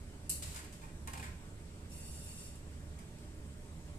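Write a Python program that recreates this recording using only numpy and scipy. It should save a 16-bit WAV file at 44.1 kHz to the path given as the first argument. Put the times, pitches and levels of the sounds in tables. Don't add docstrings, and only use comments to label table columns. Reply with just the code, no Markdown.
import sys
import numpy as np
from scipy import signal
from scipy.fft import rfft, irfft
from scipy.io import wavfile
from scipy.ndimage import uniform_filter1d

SR = 44100
rng = np.random.default_rng(int(sys.argv[2]) if len(sys.argv) > 2 else 0)


def materialize(psi):
    bounded = np.clip(np.atleast_2d(psi).T, -1, 1)
    quanta = np.round(bounded * 32767).astype(np.int16)
    wavfile.write(sys.argv[1], SR, quanta)


def invert_db(x):
    u = np.asarray(x, float) / 20
    return 10 ** u


N = 175518
HZ = np.fft.rfftfreq(N, 1 / SR)

# [f/Hz, level/dB per Hz]
AIR_BED = [(20, -72.5), (150, -75.5), (300, -82), (700, -93), (1500, -96.5), (4000, -104), (9500, -104),
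           (14000, -114)]
# [f/Hz, width/Hz, lift over the bed/dB]
FAN_HUMS = [(27.5, 8.8, 6.5), (58.5, 5, 7), (87.7, 5.9, 5), (105.7, 3.1, 9.5), (156.6, 13, 5.5),
            (231, 9.6, 5), (300.8, 2.9, 10), (414.3, 18, 4.5), (581.7, 17.3, 7.5), (605, 2.4, 13),
            (914, 11, 7)]
# [f/Hz, left-right likeness 0-1, lag of the right port/rad]
AIR_IMAGE = [(120, .998, 0), (300, .93, .08), (600, .72, .4), (900, .55, 1.0), (1300, .5, 2.0),
             (2000, .35, 1.8), (3000, .28, 2.5), (5000, .1, 3)]
SWELL_DB, PATCH_DB = -0.05, 1.48

# [t/s, f/Hz, level/dB]
DUCT_DRONE = [(0.0, 73.1, -47.5), (0.25, 79.6, -53.5), (0.42, 73.05, -41.5), (0.781, 76.54, -59.5),
              (0.85, 78.1, -61), (1.04, 73.4, -45.5), (1.34, 73.4, -50), (1.45, 77.3, -55),
              (1.58, 71.8, -52.5), (1.72, 79.5, -55), (1.83, 80.25, -49), (2.12, 72.6, -49),
              (2.45, 80.5, -54), (2.54, 72.2, -53), (2.89, 74.8, -43.5), (2.99, 69.57, -52.5),
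              (3.31, 74.56, -49.5), (3.98, 76.8, -50)]
DRONE_WOBBLE_DB, DRONE_DB = 2.5, -2

# [t/s, level/dB, hold/s, t60/s]
BRAKE_HITS = [(.292, -56, 0.0022, .02), (.2945, -28, 0.0011, .008), (.2975, -29, .0008, 0.018),
              (.2995, -27, 0.0013, 0.015), (.3025, -30.5, 0.0021, 0.014), (.3083, -35.5, 0.00091, .018),
              (.312, -34.5, 0.0013, 0.022), (.320, -34.5, .001, .025), (.3275, -44, 0.0018, 0.036),
              (.341, -53, 0.0018, 0.034), (.348, -53, .002, .04), (.3555, -42, .001, 0.033),
              (.3625, -60, .002, .08), (.30, -47.5, 0.014, 0.12)]
# [f/Hz, level/dB]
BRAKE_TONE = [(1500, -29), (2900, -20), (3400, -33), (3900, -15.5), (6000, -11.5), (8000, -6), (9600, 0.5),
              (11500, -4.5), (14000, -9)]
# [f/Hz, level/dB, t60/s]
BRAKE_MODES = [(3070, -15, 0.033), (4700, -16, 0.04), (5030, -15, 0.04), (5560, -15, .03), (6350, -17, .04),
               (7700, -3, .03), (8300, -6, .03), (9110, -11, .04), (9600, 8, .07), (11100, -9, .04),
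               (12700, -12, .04)]
# [f/Hz, level/dB]
BRAKE_LEAN = [(2000, 0.5), (5000, 2), (8000, -1), (12000, -1)]

# [t/s, level/dB, hold/s, t60/s]
SHELL_HITS = [(0.422, -64, 0.02, 0.087), (.645, -55, 0.011, 0.069), (0.818, -55.5, 0.018, 0.16),
              (0.882, -61, 0.016, .1), (1.075, -44, 0.009, 0.063), (1.097, -52, 0.0036, .04),
              (1.134, -45, 0.0081, 0.037), (1.152, -46, 0.0067, 0.031), (1.176, -49, 0.006, 0.037),
              (1.196, -46.5, 0.0077, 0.032), (2.982, -61.5, 0.032, .08)]
# [f/Hz, level/dB, t60/s]
SHELL_MODES = [(780, -12, .02), (921, 0, .055), (1055, -2, .035), (1200, -6, .02), (1350, -5, .02),
               (1540, -3, .025), (1640, -5, .025), (1850, -3, .03), (2100, -6, .025), (2320, -5, .03),
               (2440, -8, .025), (2750, -16, .015), (3300, -18, .012)]
# [t/s, level/dB, hold/s, t60/s]
LID_HITS = [
    (0.552, -53.5, 0.024, 0.086),
    (0.571, -58, 0.0052, 0.053),
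    (0.589, -54.5, 0.014, 0.085),
    (1.228, -47, 0.0045, 0.057),
    (1.2435, -45.5, .004, .035),
    (1.252, -52, 0.013, 0.052),
    (1.282, -58, 0.0043, 0.031),
    (1.29, -55, 0.004, 0.04),
    (1.313, -64, 0.0036, 0.07),
]
# [f/Hz, level/dB, t60/s]
LID_MODES = [(1035, 0.5, .03), (1495, 4, 0.014), (1680, 1, 0.018), (1880, -1.5, 0.018), (2094, -2, 0.028),
             (2275, -3, 0.023), (2430, -22, 0.015), (2970, -16, 0.027), (3220, -17, 0.027)]
BLOW_DB, SHELL_LOW_HZ = 19, 714
SHELL_LAG_S, SHELL_SAME = .00039, .92

# [t/s, level/dB, hold/s, t60/s]
COUPLING_HITS = [(.4225, -44, 0.0091, 0.076), (.434, -47, .003, 0.077), (.453, -54, .004, 0.056),
                 (.46, -54, 0.072, .1), (.815, -64, 0.024, .2), (.5447, -48, 0.0059, 0.039),
                 (.56, -44.5, 0.0049, 0.043), (.572, -52.5, 0.0073, .06), (.592, -54, .008, .07),
                 (.640, -56, 0.0065, 0.078), (.7246, -55, 0.0053, 0.16), (1.0733, -44.5, 0.0032, 0.043),
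                 (1.1332, -45.5, 0.0037, 0.038), (1.1741, -49, .003, 0.066), (1.197, -54, .003, 0.094),
                 (1.2255, -52.5, 0.015, 0.13), (1.6, -68, .002, .03), (2.988, -57.5, 0.004, 0.077),
                 (3.184, -60.5, 0.0024, 0.054)]
# [f/Hz, level/dB]
COUPLING_TONE = [(1000, -6), (2200, -2), (2900, -1.5), (3600, -2.5), (4400, -2), (5200, -1), (6000, -1),
                 (7500, 0.5), (11500, -0.5), (14000, -6.5)]
# [f/Hz, level/dB, t60/s]
COUPLING_MODES = [(2840, -34, 0.0079), (4400, -8, 0.0083), (5210, 8, 0.012), (6980, 7, 0.017),
                  (9500, 2, 0.075)]
METAL_RING_DB, METAL_SAME = -12.5, 0.28

MOTOR_ON_S, MOTOR_OFF_S, SPIN_UP_S, COAST_T60_S, MOTOR_DB = 1.885, 2.466, .05, 0.36, -57.5
END_STOP_S, END_STOP_DB = 2.555, -59
MESH_HZ, START_SHARE = 915, .88
WANDER, JITTER = .004, .010
TOOTH_WOBBLE_DB, TOOTH_FUZZ_HZ = 2.2, 100
BRUSH_VALLEY_DB = 11
MOTOR_LAG_RAD, MOTOR_SAME, MOTOR_LEFT_DULL_HZ = 2.26, 0.45, 10900
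# [multiple, left level/dB, right level/dB]
TOOTH_HARMONICS = [(2, -17, -15), (3, -11, -8), (4, -11, -9), (5, -4, -4), (6, -1, -3), (7, -3, -7),
                   (8, -2, 0), (9, -4, -3), (10, -3, 0), (11, -6, 1), (12, -10, -4), (13, -12, -8),
                   (14, -14, -9), (15, -12, -6)]
# [f/Hz, level/dB]
HOUSING_TONE = [(900, -30), (2750, -2), (4200, -8.5), (6000, -4), (7800, -1.5), (10000, 3), (12000, -6.5),
                (14000, -21)]

# [f/Hz, t60/s]
ROOM_DECAY = [(500, 0.33), (3000, 0.59), (9000, 0.34)]
METAL_ROOM_DB, SHELL_ROOM_DB, MOTOR_ROOM_DB = -1.5, -4.5, -4

# [f/Hz, level/dB]
LEFT_PORT = [(100, -3), (900, -3.5), (3000, 0), (5500, -1), (9600, -1.5), (11000, -3.5), (14000, -8.5)]
PORT_HZ, PORT_WIDTH_HZ, PORT_DB = 7970, 910, 9.5
EDGE_HZ = 14270


def evened(x):
    return x / np.sqrt(np.mean(x ** 2) + 1e-20)


def read(points, hz, axis=1):
    rows = np.array(points)
    return np.interp(np.log(hz + 1), np.log(rows[:, 0] + 1), rows[:, axis])


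def colour(x, gain):
    return irfft(rfft(x) * gain, N)


def drift(hz):
    return evened(colour(rng.standard_normal(N), 1 / (1 + (HZ / hz) ** 2)))


def pair(a, b, same, lag):
    same = np.clip(same, 0, 1)
    shared = colour(a, same * np.exp(-1j * lag))
    return np.array([a, shared + colour(b, np.sqrt(1 - same ** 2))])


def ring(x, modes):
    t = np.arange(SR // 4) / SR
    tap = sum(invert_db(db - 60 * t / t60) * np.sin(2 * np.pi * hz * t) for hz, db, t60 in modes)
    return signal.oaconvolve(x, tap / np.linalg.norm(tap))[:N]


def bursts(rows):
    t, power = np.arange(N) / SR, np.zeros(N)
    for s, db, hold, t60 in rows:
        rise = np.clip((t - s) / 0.00044, 0, 1)
        decay = invert_db(db - 60 * np.clip(t - s - hold, 0, 1) / t60)
        power += (rise * decay) ** 2
    return np.sqrt(power)


def room(x, db):
    taps = np.zeros((2, SR // 2))
    slots = np.arange(200, SR // 2 - 20, 20)
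    at = slots + rng.integers(0, 20, (2, len(slots)))
    np.put_along_axis(taps, at, rng.choice([-1., 1.], at.shape), 1)
    hz, t, z = signal.stft(taps, SR, nperseg=128)
    decay = invert_db(-60 * t / read(ROOM_DECAY, hz)[:, None])
    tail = signal.istft(z * decay, SR, nperseg=128)[1]
    tail = tail / np.linalg.norm(tail[0])
    return invert_db(db) * signal.fftconvolve(x[None], tail, axes=1)[:, :N]


def air():
    hums = sum(lift * np.exp(-((HZ - hz) / width) ** 2) for hz, width, lift in FAN_HUMS)
    gain = invert_db(read(AIR_BED, HZ) + hums) * np.sqrt(SR / 2)
    a, b = [colour(rng.standard_normal(N), gain) for _ in range(2)]
    bed = pair(a, b, read(AIR_IMAGE, HZ), read(AIR_IMAGE, HZ, axis=2))
    hz, t, z = signal.stft(bed, SR, nperseg=1024)
    patches = uniform_filter1d(rng.standard_normal(z.shape[1:]), size=10, axis=0)
    patches = evened(uniform_filter1d(patches, size=5, axis=1))
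    z = z * invert_db(PATCH_DB * patches * (hz > 700)[:, None])
    return signal.istft(z, SR, nperseg=1024)[1][:, :N] * invert_db(SWELL_DB * drift(11))


def drone():
    t, (s, hz, db) = np.arange(N) / SR, np.transpose(DUCT_DRONE)
    level = invert_db(np.interp(t, s, db) + DRONE_DB + DRONE_WOBBLE_DB * drift(21))
    phase = 2 * np.pi * np.cumsum(np.interp(t, s, hz)) / SR
    return level * np.sqrt(2) * np.sin(phase)


def brake():
    left, right = metal(BRAKE_HITS, BRAKE_TONE, BRAKE_MODES)
    return np.array([colour(left, invert_db(read(BRAKE_LEAN, HZ))), right])


def metal(rows, tone, modes):
    level, gain = bursts(rows), invert_db(read(tone, HZ))
    gain = gain / np.sqrt(np.mean(gain ** 2))
    hits = [level * rng.standard_normal(N) for _ in range(2)]
    a, b = [colour(v, gain) + invert_db(METAL_RING_DB) * ring(v, modes) for v in hits]
    return pair(a, b, METAL_SAME, 2 * np.pi * HZ * SHELL_LAG_S) + room(a, METAL_ROOM_DB)


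def clacks(rows, modes):
    level, blows = bursts(rows), np.zeros(N)
    for s, db, hold, t60 in rows:
        blows[round(s * SR)] = invert_db(db + BLOW_DB)
    scrapes = [level * invert_db(1.9 * drift(240)) * rng.standard_normal(N) for _ in range(2)]
    low_cut = 1 / np.sqrt(1 + (SHELL_LOW_HZ / (HZ + 1)) ** 8)
    a, b = [colour(ring(v + blows, modes), low_cut) for v in scrapes]
    return pair(a, b, SHELL_SAME, 2 * np.pi * HZ * SHELL_LAG_S) + room(a, SHELL_ROOM_DB)


def snaps():
    return metal(COUPLING_HITS, COUPLING_TONE, COUPLING_MODES)


def mesh(turns):
    teeth = np.zeros((2, N))
    slow, fast = TOOTH_WOBBLE_DB * drift(21.6), drift(TOOTH_FUZZ_HZ)
    for k, left_db, right_db in TOOTH_HARMONICS:
        phase = 2 * np.pi * (round(k) * turns + rng.random())
        a, b = rng.integers(0, N, 2)
        level = invert_db([left_db + np.roll(slow, a), right_db + np.roll(slow, b)])
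        tone = np.cos([phase, phase - MOTOR_LAG_RAD])
        fuzz = np.array([np.roll(fast, a), np.roll(fast, b)]) * np.sin(phase)
        teeth += level * (tone + fuzz)
    return evened(teeth)


def brushes():
    valleys = BRUSH_VALLEY_DB * np.sin(np.pi * HZ / MESH_HZ) ** 4 / (1 + (HZ / 7000) ** 6)
    gain = invert_db(read(HOUSING_TONE, HZ) - valleys)
    a, b = [evened(colour(v, gain)) for v in rng.standard_normal((2, N))]
    return pair(a, b, MOTOR_SAME, MOTOR_LAG_RAD)


def motor():
    t = np.arange(N) / SR
    running, coasting = np.clip(t - MOTOR_ON_S, 0, 9), np.clip(t - MOTOR_OFF_S, 0, 9)
    spin = 1 - (1 - START_SHARE) * np.exp(-3 * running / SPIN_UP_S)
    hz = MESH_HZ * spin * (1 + WANDER * drift(7.9) + JITTER * drift(252))
    turns = np.cumsum(hz) / SR
    level = invert_db(MOTOR_DB + 0.86 * drift(11) - 60 * coasting / COAST_T60_S)
    level *= np.clip((t - MOTOR_ON_S) / SPIN_UP_S, 0, 1)
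    level *= np.clip((END_STOP_S - t) / 0.017 + 1, 0, 1)
    stop = bursts([(END_STOP_S, END_STOP_DB, .004, .08)])
    whirr = level * mesh(turns) + (level + stop) * brushes()
    left, right = whirr + room(whirr[1], MOTOR_ROOM_DB)
    return np.array([colour(left, 1 / np.sqrt(1 + (HZ / MOTOR_LEFT_DULL_HZ) ** 8)), right])


def scene():
    plastic = clacks(SHELL_HITS, SHELL_MODES) + clacks(LID_HITS, LID_MODES)
    return air() + drone() + brake() + plastic + snaps() + motor()


def roll_off(x):
    return signal.sosfilt(signal.butter(12, 14780, fs=SR, output="sos"), x)


def record(dry):
    resonance = PORT_DB * np.exp(-((HZ - PORT_HZ) / PORT_WIDTH_HZ) ** 2)
    left = colour(dry[0], invert_db(read(LEFT_PORT, HZ) + resonance))
    edge = np.clip((EDGE_HZ - HZ) / 60 + .5, 0, 1)
    mix = np.array([colour(left, edge), colour(dry[1], edge)])
    return roll_off(mix)


dry = scene()
out = record(dry)
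materialize(out)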